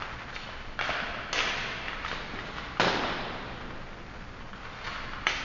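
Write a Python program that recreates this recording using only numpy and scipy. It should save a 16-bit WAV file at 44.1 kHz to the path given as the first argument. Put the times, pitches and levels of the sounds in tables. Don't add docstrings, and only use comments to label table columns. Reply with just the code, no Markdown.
import sys
import numpy as np
from scipy import signal
from scipy.fft import rfft, irfft, next_fast_len
from scipy.io import wavfile

SR = 44100
rng = np.random.default_rng(int(sys.argv[2]) if len(sys.argv) > 2 else 0)


def to_wav(sig):
    pcm = np.clip(np.atleast_2d(sig), -1, 1) * 32767
    pcm = np.round(pcm).astype(np.int16)
    wavfile.write(sys.argv[1], SR, pcm.T)


N = 239897
TIME = np.arange(N) / SR

# (time [s], level [dB], pitch [Hz], length [cycles], hall over direct [dB])
STICK_HITS = [(0.0218, -18.5, 1330, 3.8, -14.5), (0.363, -21.5, 2200, 8.9, -6),
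              (0.4718, -30, 930, 2.5, 5.5), (0.7909, -17, 1510, 11, 4.5), (0.8115, -15.5, 2290, 25, 0),
              (0.8231, -19, 2700, 5.2, -4), (0.849, -25.5, 1530, 32, -6.5), (0.9013, -17.5, 1970, 6.9, 4.5),
              (0.931, -28, 1580, 7.5, 6.5), (0.952, -28, 1520, 17, 3.5), (1.002, -20, 1590, 11, -10),
              (1.145, -24, 1320, 6.2, 3), (1.3298, -20, 1300, 3, 0.5), (1.3798, -16, 2350, 7.3, -9.5),
              (1.39, -15.5, 2700, 17, -7), (1.405, -14, 2580, 8.4, -8), (1.8830, -19, 1930, 9.2, -1),
              (1.9314, -23, 1430, 6.8, -11), (2.0482, -23, 1300, 36, -18), (2.0616, -21, 1932, 14, -9),
              (2.115, -18, 1420, 4, -11), (2.130, -24, 1680, 6.4, -3.5), (2.389, -25.5, 1910, 33, -11),
              (2.584, -25.5, 1353, 7.3, -1.5), (2.771, -28.5, 1330, 7.8, -9),
              (4.408, -33.5, 1050, 6.6, 3.5), (4.5316, -31, 1500, 11, 1.5), (4.632, -34, 1280, 11, -4),
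              (4.874, -25, 1720, 4.3, 5), (4.961, -27, 1390, 22, -19), (5.134, -25.5, 1410, 14, 2)]
HARD_SHOTS = [(5.2686, -4.5, 2050, 7.7, -14.5)]
BOARD_HITS = [(0.49, -29.5, 600, 7, -7.5), (0.792, -34, 683, 5, 3.5), (0.8120, -23.5, 766, 20, -1.5),
              (0.824, -32.5, 654, 16, 3), (0.8925, -21.5, 677, 26, -2), (0.904, -28.5, 640, 9, -3),
              (1.022, -34.5, 212, 16, -1.5), (2.128, -25.5, 466, 2.4, 3), (2.335, -28, 402, 1.05, 8.5),
              (2.798, -6.5, 1050, 1.8, 5.5), (2.7991, -13.5, 960, 9.6, -3.5), (2.8062, -10, 1670, 6.1, -1),
              (2.824, -25.5, 490, 14, -5.5), (2.846, -14.5, 1086, 3.9, -14), (2.8685, -19, 520, 10, -5.5),
              (2.881, -12, 950, 3.5, -12.5), (2.903, -22.5, 1500, 3.5, 1.5), (2.994, -23.5, 2330, 6.5, 3.5),
              (3.037, -22, 1110, 12, -1), (3.046, -21.5, 658, 8, 0), (3.068, -28, 866.7, 11, -20)]

# (frequency [Hz], level relative to the blow [dB], t60 [s])
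STICK_RING = [(720, -28.5, 0.048), (1263, -18, 0.082), (1530, -23.5, 0.03), (1864, -18.5, 0.039),
              (2290, -19, 0.033), (2896, -17.5, 0.053), (3360, -19.5, 0.047), (4560, -22.5, 0.014)]
SHOT_RING = [(377, -32, 0.24), (710, -45, 0.05), (909.5, -25.5, 0.28), (1303, -22, 0.08), (1680, -26, 0.05),
             (2260, -17, 0.061), (3040, -14.5, 0.041), (3450, -15, 0.025), (4100, -30, 0.14),
             (6080, -28, 0.069)]
PANEL_RING = [(129, -34, 0.052), (168, -30, 0.16), (240, -50.5, 0.057), (380, -38, 0.054),
              (530, -33.5, 0.034), (788, -24, 0.031), (1110, -22.5, 0.023)]
WALL_RING = [(122.4, -27.5, 0.96), (132.7, -37, 0.59), (173.3, -30.5, 0.8), (385, -28, 0.47),
             (529, -25.5, 0.45)]

# (start [s], rise [s], release after start [s], level [dB], treble bite [dB])
SKATE_STROKES = [(0.31, 0.13, 0.051, -32.5, 13), (0.82, 0.036, 0.099, -34, 9),
                 (1.55, 0.053, 0.42, -42.5, 1.5), (2.01, 0.043, 0.12, -35.5, 10),
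                 (2.25, 0.042, 0.4, -44.5, 5.5), (4.54, 0.082, 0.21, -42, 3.5),
                 (4.71, 0.11, 0.17, -36.5, 7), (4.919, 0.043, 0.042, -38, -6)]
STICK_SWEEPS = [(1.328, 0.0017, 0.0028, -27.5, 9.5), (1.348, 0.011, 0.062, -27.5, -2.5),
                (1.455, 0.021, 0.05, -31, -8.5), (5.261, 0.0093, 0.059, -31.5, 1)]
# (time [s], level [dB])
FAR_WASH_LEVELS = [(0, -39.5), (0.7, -48.5), (2.4, -54.5), (3.6, -47), (4.3, -48), (5.44, -50)]

# (frequency [Hz], relative spectral density [dB])
SKATE_SPECTRUM = [(150, -0.5), (400, -8), (800, 0.5), (1350, 3.5), (2200, -1.5), (3200, -8), (4500, -14),
                  (7000, -28.5)]
SWEEP_SPECTRUM = [(150, -3.5), (500, -0.5), (1000, 2), (1500, 5.5), (2500, 4), (3100, 3), (3900, -3),
                  (4800, -6.5), (6000, -6), (7000, -18.5)]
GLASS_SPECTRUM = [(100, -3), (300, -11), (800, -9.5), (1500, 4.5), (3000, 6.5), (4500, 3.5), (7000, -11)]
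AIR_PLANT_SPECTRUM = [(20, 14), (32, 3), (48, -3), (60, 4), (90, -9), (120, 0.5), (145, -9.5), (200, -3.5),
                      (330, -12), (600, -11.5), (1300, -29), (2500, -50), (4500, -28), (7000, -37)]

# (frequency [Hz], t60 [s])
HALL_DECAY = [(100, 7), (300, 3.65), (700, 2.84), (1800, 2.83), (3500, 2.48), (7000, 1.14)]
# (delay [s], relative level [dB], t60 [s])
ECHO_BUNCHES = [(0.002, 7, .06), (0.014, -3, .9), (0.07, -4, .55), (0.235, -9, .8)]


def sticks(splinter_db=-17, splinter_t60=0.03, soft_hz=3300, hard_hz=7000):
    sounds, loudest_db = [], max(row[1] for row in STICK_HITS)
    for _, db, hz, cycles, _ in STICK_HITS:
        crack = blow(hz, STICK_RING, cycles, low_hz=467)
        splinters = coloured(rng.standard_normal(len(crack)), SWEEP_SPECTRUM)
        splinters *= from_db(splinter_db) * decay(TIME[:len(crack)], splinter_t60)
        hardness = from_db(db - loudest_db)
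        cutoff_hz = soft_hz * (hard_hz / soft_hz) ** hardness
        sounds.append(cut(crack + splinters, cutoff_hz, "low"))
    return across_rink(STICK_HITS, sounds, hall, spots=4)


def hard_shot(clatter_db=-5.5, clatter_t60=0.39, echoes_per_s=3000, first_echo_s=0.006):
    t, sounds = TIME[:N // 12], []
    for _, _, hz, cycles, _ in HARD_SHOTS:
        echoes = (rng.random(len(t)) < echoes_per_s / SR) * rng.choice([-1, 1], len(t))
        echoes = echoes * (t > first_echo_s) * decay(t, clatter_t60)
        paths = (t == 0) + from_db(clatter_db) * echoes / np.linalg.norm(echoes)
        crack = blow(hz, SHOT_RING, cycles, low_hz=550, mistuning=0)
        sounds.append(signal.fftconvolve(crack, paths))
    return across_rink(HARD_SHOTS, sounds, hall, spots=1)


def boards(rattle_db=-19, rattle_t60=0.15, panel_low_hz=87.6):
    t, loudest_db = TIME[:N // 16], max(row[1] for row in BOARD_HITS)
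    knocks, rattles = [], []
    for _, db, hz, cycles, _ in BOARD_HITS:
        knocks.append(blow(hz, PANEL_RING, cycles, low_hz=129))
        chatter = coloured(rng.laplace(size=len(t)), GLASS_SPECTRUM) * decay(t, rattle_t60)
        rattles.append(from_db(rattle_db + db - loudest_db) * chatter)
    panels = across_rink(BOARD_HITS, knocks, hall, spots=5)
    glass = across_rink(BOARD_HITS, rattles, hall_wash, spots=1)
    return cut(panels + glass, panel_low_hz, "high", order=4)


def wall_boom(build_s=0.01, hall_db=-9):
    start, db = max(BOARD_HITS, key=lambda row: row[1])[:2]
    t = np.maximum(TIME - start, 0)
    modes = sum(from_db(db + mode_db) * damped_sine(t, hz, t60) for hz, mode_db, t60 in WALL_RING)
    boom = modes * np.minimum(t / build_s, 1)
    return boom + from_db(hall_db) * hall(boom)


def blow(hz, modes, cycles, low_hz, mistuning=0.025, scatter_db=2, contact_hz=5660):
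    t = TIME[:N // 24]
    crack, ring = damped_sine(t, hz, cycles / hz), 0
    for mode_hz, db, t60 in modes:
        strength, detune, side = rng.standard_normal(3)
        mode = np.sign(side) * damped_sine(t, mode_hz * (1 + mistuning * detune), t60)
        ring += from_db(db + scatter_db * strength) * mode
    crack, ring = cut([crack, ring], low_hz, "high", order=1)
    crack, ring = cut([crack, ring], contact_hz, "low", order=3)
    return crack / np.max(np.abs(crack)) + ring


def skates():
    hiss = shavings(SKATE_SPECTRUM, chips_per_s=4000, chatter_db=5.5)
    return scrape(hiss, SKATE_STROKES, release_t60=0.14, direct_db=-8, hall_db=-1.5)


def stick_sweeps():
    hiss = shavings(SWEEP_SPECTRUM, chips_per_s=7000, chatter_db=1)
    return scrape(hiss, STICK_SWEEPS, release_t60=0.041, direct_db=-3, hall_db=1)


def scrape(hiss, strokes, release_t60, direct_db, hall_db, bite_hz=3400):
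    force, bite = 0, 0
    for start, rise, length, db, bite_db in strokes:
        press = from_db(db) * np.clip((TIME - start) / rise, 0, 1)
        press *= decay(TIME - start - length, release_t60)
        force += press
        bite += from_db(bite_db) * press
    treble = signal.sosfiltfilt(signal.butter(2, bite_hz, "high", fs=SR, output="sos"), hiss)
    at_blade = force * (hiss - treble) + bite * treble
    return from_db(direct_db) * at_blade + from_db(hall_db) * hall(at_blade)


def shavings(spectrum, chips_per_s, chatter_db):
    chips = (rng.random(N) < chips_per_s / SR) * rng.laplace(size=N)
    grip = from_db(chatter_db * drift(rate_hz=70))
    return coloured(chips * grip, spectrum)


def far_wash():
    level_db = np.interp(TIME, *np.transpose(FAR_WASH_LEVELS))
    return from_db(level_db) * shavings(SKATE_SPECTRUM, chips_per_s=14000, chatter_db=1.5)


def air_plant(level_db=-43.5, lowest_hz=17.2):
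    rush = cut(rng.standard_normal(N), lowest_hz, "high")
    return from_db(level_db) * coloured(rush, AIR_PLANT_SPECTRUM)


def across_rink(hits, sounds, room, spots):
    direct, sends = np.zeros(N), np.zeros((spots, N))
    for k, ((start, db, _, _, hall_db), sound) in enumerate(zip(hits, sounds)):
        add(direct, start, from_db(db) * sound)
        add(sends[k % spots], start, from_db(db + hall_db) * sound)
    return direct + sum(room(send) for send in sends)


def hall(x):
    return signal.fftconvolve(x, hall_response())[:N]


def hall_wash(x, frame=256):
    source, ring, noise = (signal.stft(part, nperseg=frame)[2]
                           for part in (x, hall_response(), rng.standard_normal(N)))
    power = signal.fftconvolve(np.abs(source) ** 2, np.abs(ring) ** 2, axes=1)[:, :noise.shape[1]]
    window_gain = np.sqrt(frame / 2) * frame / 1.5
    return window_gain * signal.istft(noise * np.sqrt(np.abs(power)))[1][:N]


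def hall_response(build_s=0.004, spikiness=0.35, merge_s=1.0):
    t = TIME[:N // 3]
    middle_t60 = at_hz(HALL_DECAY, 1000)
    hz, times, bands = signal.stft(rng.standard_normal(len(t)), SR, nperseg=512)
    extra_db_per_s = -60 * (1 / at_hz(HALL_DECAY, hz) - 1 / middle_t60)
    tail = signal.istft(bands * from_db(np.outer(extra_db_per_s, times)))[1][:len(t)]
    spread = spikiness * decay(t, merge_s)
    spikes = np.exp(spread * (np.clip(rng.standard_normal(len(t)), -2, 2) - spread))
    power = (1 - np.exp(-t / build_s)) * decay(t, middle_t60) ** 2
    for delay, db, t60 in ECHO_BUNCHES:
        power += (from_db(db) * (t > delay) * decay(t - delay, t60)) ** 2
    response = tail * spikes * np.sqrt(power)
    return response / np.linalg.norm(response)


def from_db(db):
    return 10 ** (np.asarray(db) / 20)


def unit_rms(x):
    return x / np.sqrt(np.mean(x ** 2) + 1e-20)


def at_hz(points, hz):
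    frequencies, values = np.transpose(points)
    return np.interp(np.log(np.maximum(hz, 1)), np.log(frequencies), values)


def cut(x, hz, kind, order=2):
    return signal.sosfilt(signal.butter(order, hz, kind, fs=SR, output="sos"), x)


def coloured(x, spectrum):
    size = next_fast_len(len(x))
    gain = from_db(at_hz(spectrum, np.fft.rfftfreq(size, 1 / SR)))
    return unit_rms(irfft(rfft(x, size) * gain, size)[:len(x)])


def drift(rate_hz):
    knots = rng.standard_normal(4000)
    return unit_rms(np.interp(TIME * rate_hz, np.arange(len(knots)), knots))


def decay(t, t60):
    return np.exp(-np.clip(np.log(1000) * t / t60, 0, 20))


def damped_sine(t, hz, t60):
    return np.sin(2 * np.pi * hz * t) * decay(t, t60)


def add(track, start_s, sound):
    i = int(np.clip(start_s * SR, 0, N - 1))
    track[i:i + len(sound)] += sound[:N - i]


def scene():
    blows = sticks() + hard_shot() + boards() + wall_boom()
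    return (blows + skates() + stick_sweeps() + far_wash() + air_plant())[None]


def record(dry, cutoff_hz=7000):
    return signal.sosfilt(signal.ellip(10, 0.2, 80, cutoff_hz, fs=SR, output="sos"), dry)


dry = scene()
out = record(dry)
to_wav(out)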